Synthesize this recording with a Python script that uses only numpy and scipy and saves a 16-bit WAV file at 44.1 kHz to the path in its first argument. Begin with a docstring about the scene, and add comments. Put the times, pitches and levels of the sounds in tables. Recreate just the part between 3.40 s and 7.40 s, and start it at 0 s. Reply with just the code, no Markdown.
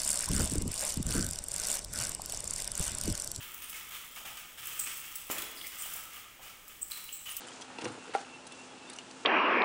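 """Nunchaku swung and caught in a large training hall, a couple of metres from a phone.
From the start a heavy cotton jacket rustles and flaps with the arm strokes, chain links shuffle, clink
and squeak under load, and the wooden sticks knock. At 1.9 s a stick slaps home amid the loudest clinks.
The chain settles near 3 s, then picks up again. The hall rings after everything, over a faint hiss."""
import sys
import numpy as np
from scipy import signal
from scipy.fft import rfft, irfft
from scipy.io import wavfile
from scipy.ndimage import uniform_filter1d

SR = 44100
rng = np.random.default_rng(int(sys.argv[2]) if len(sys.argv) > 2 else 0)


def waveform_to_disk(signal):
    """Save audio, clipped to [-1, 1], as 16-bit WAV at the path in sys.argv[1]."""
    frames = np.transpose(np.atleast_2d(signal))
    scaled = np.clip(frames, -1, 1) * 32767
    samples = np.round(scaled).astype(np.int16)
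    wavfile.write(sys.argv[1], SR, samples)


N = 176400
TICK_DECAY_S = 0.0016
# rubbing cotton spectrum: f/Hz, level/dB
CLOTH_SPECTRUM = [(100, -9.5), (600, -12.5), (1100, -1.5), (2200, 0), (3400, 0.5), (5000, -15.5),
                  (16000, -18)]


def chain():
    """Links clink and shuffle; each contact ticks and rings briefly at its own link's pitch."""
    # link strikes: t/s, level/dB
    clinks = [(.143, -33), (0.2215, -31), (0.2967, -28.5), (1.2553, -29), (1.27, -25.5), (1.336, -32),
              (1.397, -21.5), (1.57, -31.5), (1.756, -25.5), (1.913, -18.5), (1.983, -21.5), (2.02, -25.5),
              (2.269, -26.5), (2.422, -26), (2.537, -27), (2.56, -28), (3.28, -34.5), (3.512, -26.5),
              (3.572, -32.5), (3.6406, -32.5), (3.919, -30), (3.967, -22.5)]
    # shuffle of the swinging chain: t/s, level/dB
    shuffle_levels = [(0, -49), (.55, -48), (.72, -51.5), (1.152, -51.5), (1.35, -44.5), (2.33, -47),
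                      (2.43, -40.5), (2.6, -46), (2.95, -62.5), (3.38, -56.5), (3.499, -48), (4, -51)]
    # contact spectrum: f/Hz, level/dB
    contact_spectrum = [(800, -34), (4500, -9), (9000, 0), (15500, 3)]
    force = sum(tumble(start_s, db) for start_s, db in clinks)
    tick_gain = signal.lfilter([1], [1, -np.exp(-1 / (TICK_DECAY_S * SR))], force)
    ticks = tick_gain * rng.standard_normal(N)
    shuffle_gain = amp(np.interp(np.arange(N) / SR, *np.array(shuffle_levels).T))
    contacts = colour(ticks + shuffle_gain * grains(450, spread_db=3), contact_spectrum)
    return placed(amp(-2.5) * (contacts + amp(-6) * link_ring(contacts)), hall_db=-4)


def tumble(start_s, db, count=4, gap_s=0.0036, loss_db=4.5):
    """Force of one link striking another and bouncing at uneven gaps, weaker each time."""
    gaps_s = gap_s * (.5 + rng.random(count))
    times_s = start_s + np.cumsum(gaps_s) - gaps_s[0]
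    force = np.zeros(N)
    for k, time_s in enumerate(times_s):
        force[min(int(time_s * SR), N - 1)] += amp(db - k * loss_db)
    return force


def link_ring(contacts, count=6, pitch_spread=.12, t60_s=0.0064, turn_s=.008):
    """Contacts pass from link to link at random; each link rings a little higher or lower."""
    # steel link modes: f/Hz, level/dB
    modes = [(5900, -3.5), (8500, -4.5), (11600, -4.5)]
    t, hold = np.arange(SR // 10) / SR, int(turn_s * SR)
    struck = np.repeat(rng.integers(0, count, N // hold + 1), hold)[:N]
    out = 0
    for k, detune in enumerate(1 + pitch_spread * np.linspace(-1, 1, count)):
        ring = sum(amp(db - 60 * t / t60_s) * np.sin(2 * np.pi * detune * hz * t) for hz, db in modes)
        out = out + signal.fftconvolve(contacts * (struck == k), ring / np.linalg.norm(ring))[:N]
    return out


def slap(start_s=1.9005):
    """A stick is stopped by hand and body: one dull pulse and a short scatter."""
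    # impact spectrum: f/Hz, level/dB
    spectrum = [(80, -4.5), (650, 2), (900, -0.5), (1500, -7), (8000, -32)]
    scatter_gain = amp(-41) * envelope(start_s, attack_s=0.0018, length_s=0.0044, decay_s=0.013)
    force = scatter_gain * rng.standard_normal(N)
    force[int(start_s * SR)] += amp(-10)
    return placed(colour(force, spectrum), hall_db=0.5)


def jacket(attack_s=0.004):
    """Cotton rubs in dense grains, each stroke with its own fold resonance; loose cloth flaps lower."""
    # sleeve strokes: t/s, length/s, level/dB, fold f/Hz
    strokes = [(.005, 0.03, -44.5, 3200), (0.217, 0.0069, -43.5, 2690), (0.326, 0.055, -45.5, 2100),
               (0.506, 0.061, -46, 3420), (0.758, 0.026, -46.5, 2930), (0.85, 0.046, -45, 2780),
               (0.968, 0.036, -47.5, 3200), (1.173, 0.06, -47, 3180), (1.252, 0.16, -47.5, 2600),
               (1.454, 0.062, -44, 2350), (1.623, 0.19, -52, 2920), (1.891, 0.094, -42, 2200),
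               (2.316, 0.27, -47.5, 1300), (2.7, 0.1, -51.5, 1970), (3.009, 0.066, -47.5, 2430),
               (3.29, 0.018, -51, 3130), (3.5, 0.079, -49, 2180), (3.854, 0.042, -44.5, 3040)]
    # scraping fibre spectrum: f/Hz, level/dB
    fibre_spectrum = [(1000, -19.5), (5000, 6.5), (16000, 0)]
    # loose cloth flaps: t/s, level/dB
    flaps = [(0.766, -52), (0.84, -52.5), (2.45, -53), (2.55, -52), (2.988, -51.5)]
    # flap spectrum: f/Hz, level/dB
    flap_spectrum = [(60, -11.5), (480, -10), (800, 1.5), (2500, -31.5)]
    catch = amp(2.7 * walk(81) - 5.0)
    coarse = colour(catch * grains(7000, spread_db=5.5), CLOTH_SPECTRUM)
    fine = colour(catch * grains(6000, spread_db=4.5), fibre_spectrum)
    rub = 0
    for start_s, length_s, db, hz in strokes:
        fold = signal.lfilter(*signal.iirpeak(hz, Q=3.3, fs=SR), coarse)
        cloth = coarse + amp(-7) * fold + amp(0.5) * fine
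        rub = rub + amp(db) * envelope(start_s, attack_s, length_s, decay_s=0.031) * cloth
    flap_gain = sum(amp(db) * envelope(start_s, attack_s, 0, decay_s=0.046) for start_s, db in flaps)
    flapping = colour(flap_gain * grains(2500, spread_db=3), flap_spectrum)
    return placed(rub, hall_db=1) + placed(flapping, hall_db=-2)


def squeaks(pitch_sag=0.027):
    """Stick-slip between loaded steel links: brief unsteady whistles with an octave overtone."""
    # link slips: t/s, length/s, f/Hz, level/dB, hall send/dB, relative pitch wobble
    slips = [(0.239, .007, 9340, -40.5, -4.5, .03), (1.391, 0.01, 8080, -29.5, 1.5, 0.062),
             (2.17, 0.0091, 4803, -46, 8, 0.046), (2.385, 0.043, 8320, -44, -0.5, 0.085),
             (3.415, 0.013, 7780, -37.5, -3.5, 0.046), (3.428, 0.0044, 8160, -28.5, -17, .012),
             (3.516, 0.0044, 3920, -35.5, 0, 0.057), (3.724, 0.011, 7580, -43, 4.5, 0.06),
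             (3.899, 0.023, 9460, -41.5, -8, 0.012)]
    out, t = np.zeros((2, N)), np.arange(N) / SR
    wander, grip = walk(2200), amp(3.1 * walk(780))
    for start_s, length_s, hz, db, hall_db, wobble in slips:
        on = (t >= start_s) & (t < start_s + length_s)
        progress = (t[on] - start_s) / length_s
        pitch_hz = hz * (1 - pitch_sag * (progress - .5)) * (1 + wobble * wander[on])
        phase = 2 * np.pi * np.cumsum(pitch_hz) / SR
        tone = np.sin(phase) + amp(-7) * np.sin(2 * phase)
        arch = np.sqrt(2 * np.abs(np.sin(np.pi * progress)))
        out[:, on] += placed(amp(db) * arch * grip[on] * tone, hall_db)
    return out


def knocks():
    """A stick chatters against the chain, ringing one note of the wood set by where it is gripped."""
    # runs of contacts: t/s, length/s, wood f/Hz, level/dB
    rattles = [(0.34, 0.019, 2220, -49.5), (0.53, .04, 3550, -53), (1.983, 0.0061, 3400, -39),
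               (2.02, 0.0057, 3700, -40.5), (2.211, 0.0087, 3350, -42.5), (2.236, .032, 2104, -47.5),
               (2.426, 0.047, 3040, -50.5), (3.688, .006, 2980, -44), (3.862, 0.031, 2950, -47)]
    out = 0
    for start_s, length_s, hz, db in rattles:
        gate = envelope(start_s, TICK_DECAY_S / 2, length_s, TICK_DECAY_S)
        contacts = gate * grains(1500, spread_db=2)
        ring = signal.lfilter(*signal.iirpeak(hz, Q=16, fs=SR), contacts)
        knock = ring / np.linalg.norm(ring) + amp(-6) * contacts / np.linalg.norm(contacts)
        out = out + amp(db) * np.sqrt(length_s * SR) * knock
    return placed(out, hall_db=-1)


def hall(x, delay_s=0.0027, build_s=0.0057):
    """Diffuse reverberation, building up after a short gap; the treble dies first."""
    # reverberation time: f/Hz, T60/s
    t60_curve = [(100, 1.1), (3000, 1.5), (15000, 0.17)]
    t, hz = np.arange(N) / SR, np.linspace(0, SR / 2, N // 2 + 1)
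    noise, tail = rfft(rng.standard_normal(N)), 0
    onset = np.clip((t - delay_s) / build_s, 0, 1)
    edges_hz = [0, 300, 1000, 2000, 4000, 7000, 10000, 13000, SR]
    for lo, hi in zip(edges_hz, edges_hz[1:]):
        centre_hz = (lo + min(hi, 15750)) / 2
        decay = onset * amp(-60 * t / along(t60_curve, centre_hz))
        band = irfft(noise * ((hz >= lo) & (hz < hi)), N)
        tail = tail + band * decay / np.linalg.norm(decay)
    return signal.fftconvolve(x, tail)[:N]


def background():
    """Steady hiss and rumble; at first the hall still rings from an earlier swing."""
    # noise floor spectrum: f/Hz, level/dB
    hiss_spectrum = [(22, 2.5), (38, 8.5), (70, 0), (600, -6), (16000, -14.5)]
    fade = amp(-52) * envelope(0, 1 / SR, 0, decay_s=0.66)
    ringing = fade * colour(rng.standard_normal(N), CLOTH_SPECTRUM)
    return amp(-56.5) * colour(rng.standard_normal(N), hiss_spectrum) + ringing


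def amp(db):
    """Decibels to gain."""
    return 10 ** (np.asarray(db) / 20)


def along(points, hz):
    """Interpolate (f/Hz, value) points over log frequency."""
    points_hz, values = np.array(points, float).T
    return np.interp(np.log(np.maximum(hz, 1)), np.log(points_hz), values)


def colour(x, spectrum, size=4096):
    """Minimum-phase filter with the given spectrum and unit mean power gain."""
    gain = amp(along(spectrum, np.linspace(0, SR / 2, size // 2 + 1)))
    cepstrum = irfft(np.log(gain / np.sqrt(np.mean(gain ** 2))))
    cepstrum[1:size // 2] *= 2
    cepstrum[size // 2 + 1:] = 0
    return signal.fftconvolve(x, irfft(np.exp(rfft(cepstrum))))[:N]


def walk(rate_hz):
    """Smooth random drift, standard deviation 1."""
    width = max(int(SR / rate_hz), 1)
    drift = uniform_filter1d(uniform_filter1d(rng.standard_normal(N), width), width)
    return drift / drift.std()


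def grains(rate_per_s, spread_db):
    """Random tiny contacts of uneven size, rms 1."""
    hits = (rng.random(N) < rate_per_s / SR) * np.sign(rng.standard_normal(N))
    pulses = hits * amp(spread_db * np.minimum(rng.standard_normal(N), 2))
    return pulses / pulses.std()


def envelope(start_s, attack_s, length_s, decay_s):
    """Linear rise; exponential decay once the length is over."""
    t = np.arange(N) / SR - start_s
    return np.clip(t / attack_s, 0, 1) * np.exp(-np.clip((t - length_s) / decay_s, 0, 60))


def placed(x, hall_db):
    """Two rows: direct sound, hall send."""
    return np.array([x, x * amp(hall_db)])


def scene(swings_per_s=2.01):
    """Jacket, chain and sticks, direct and through the hall; their motion shifts the hall paths."""
    direct, send = jacket() + chain() + knocks() + squeaks() + slap()
    angle_rad = np.pi * swings_per_s * np.arange(N) / SR  # half a turn per swing
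    reverb = hall(send * np.cos(angle_rad)) + hall(send * np.sin(angle_rad))
    return (direct + reverb + background())[None]


def record(dry, cutoff_hz=15750):
    """The phone's microphone port colours the sound, and the top is cut."""
    # microphone port response: f/Hz, level/dB
    port_response = [(1110, -1), (1240, 7.5), (1430, -.5), (3100, 2.5), (4200, -3.5), (8200, 2),
                     (10000, -1.5), (13000, 0), (15400, 7.5)]
    heard = amp(3) * colour(dry[0], port_response)
    lowpass = signal.ellip(12, .2, 80, cutoff_hz, fs=SR, output="sos")
    return signal.sosfilt(lowpass, heard)[None]


dry = scene()
out = record(dry)
waveform_to_disk(out)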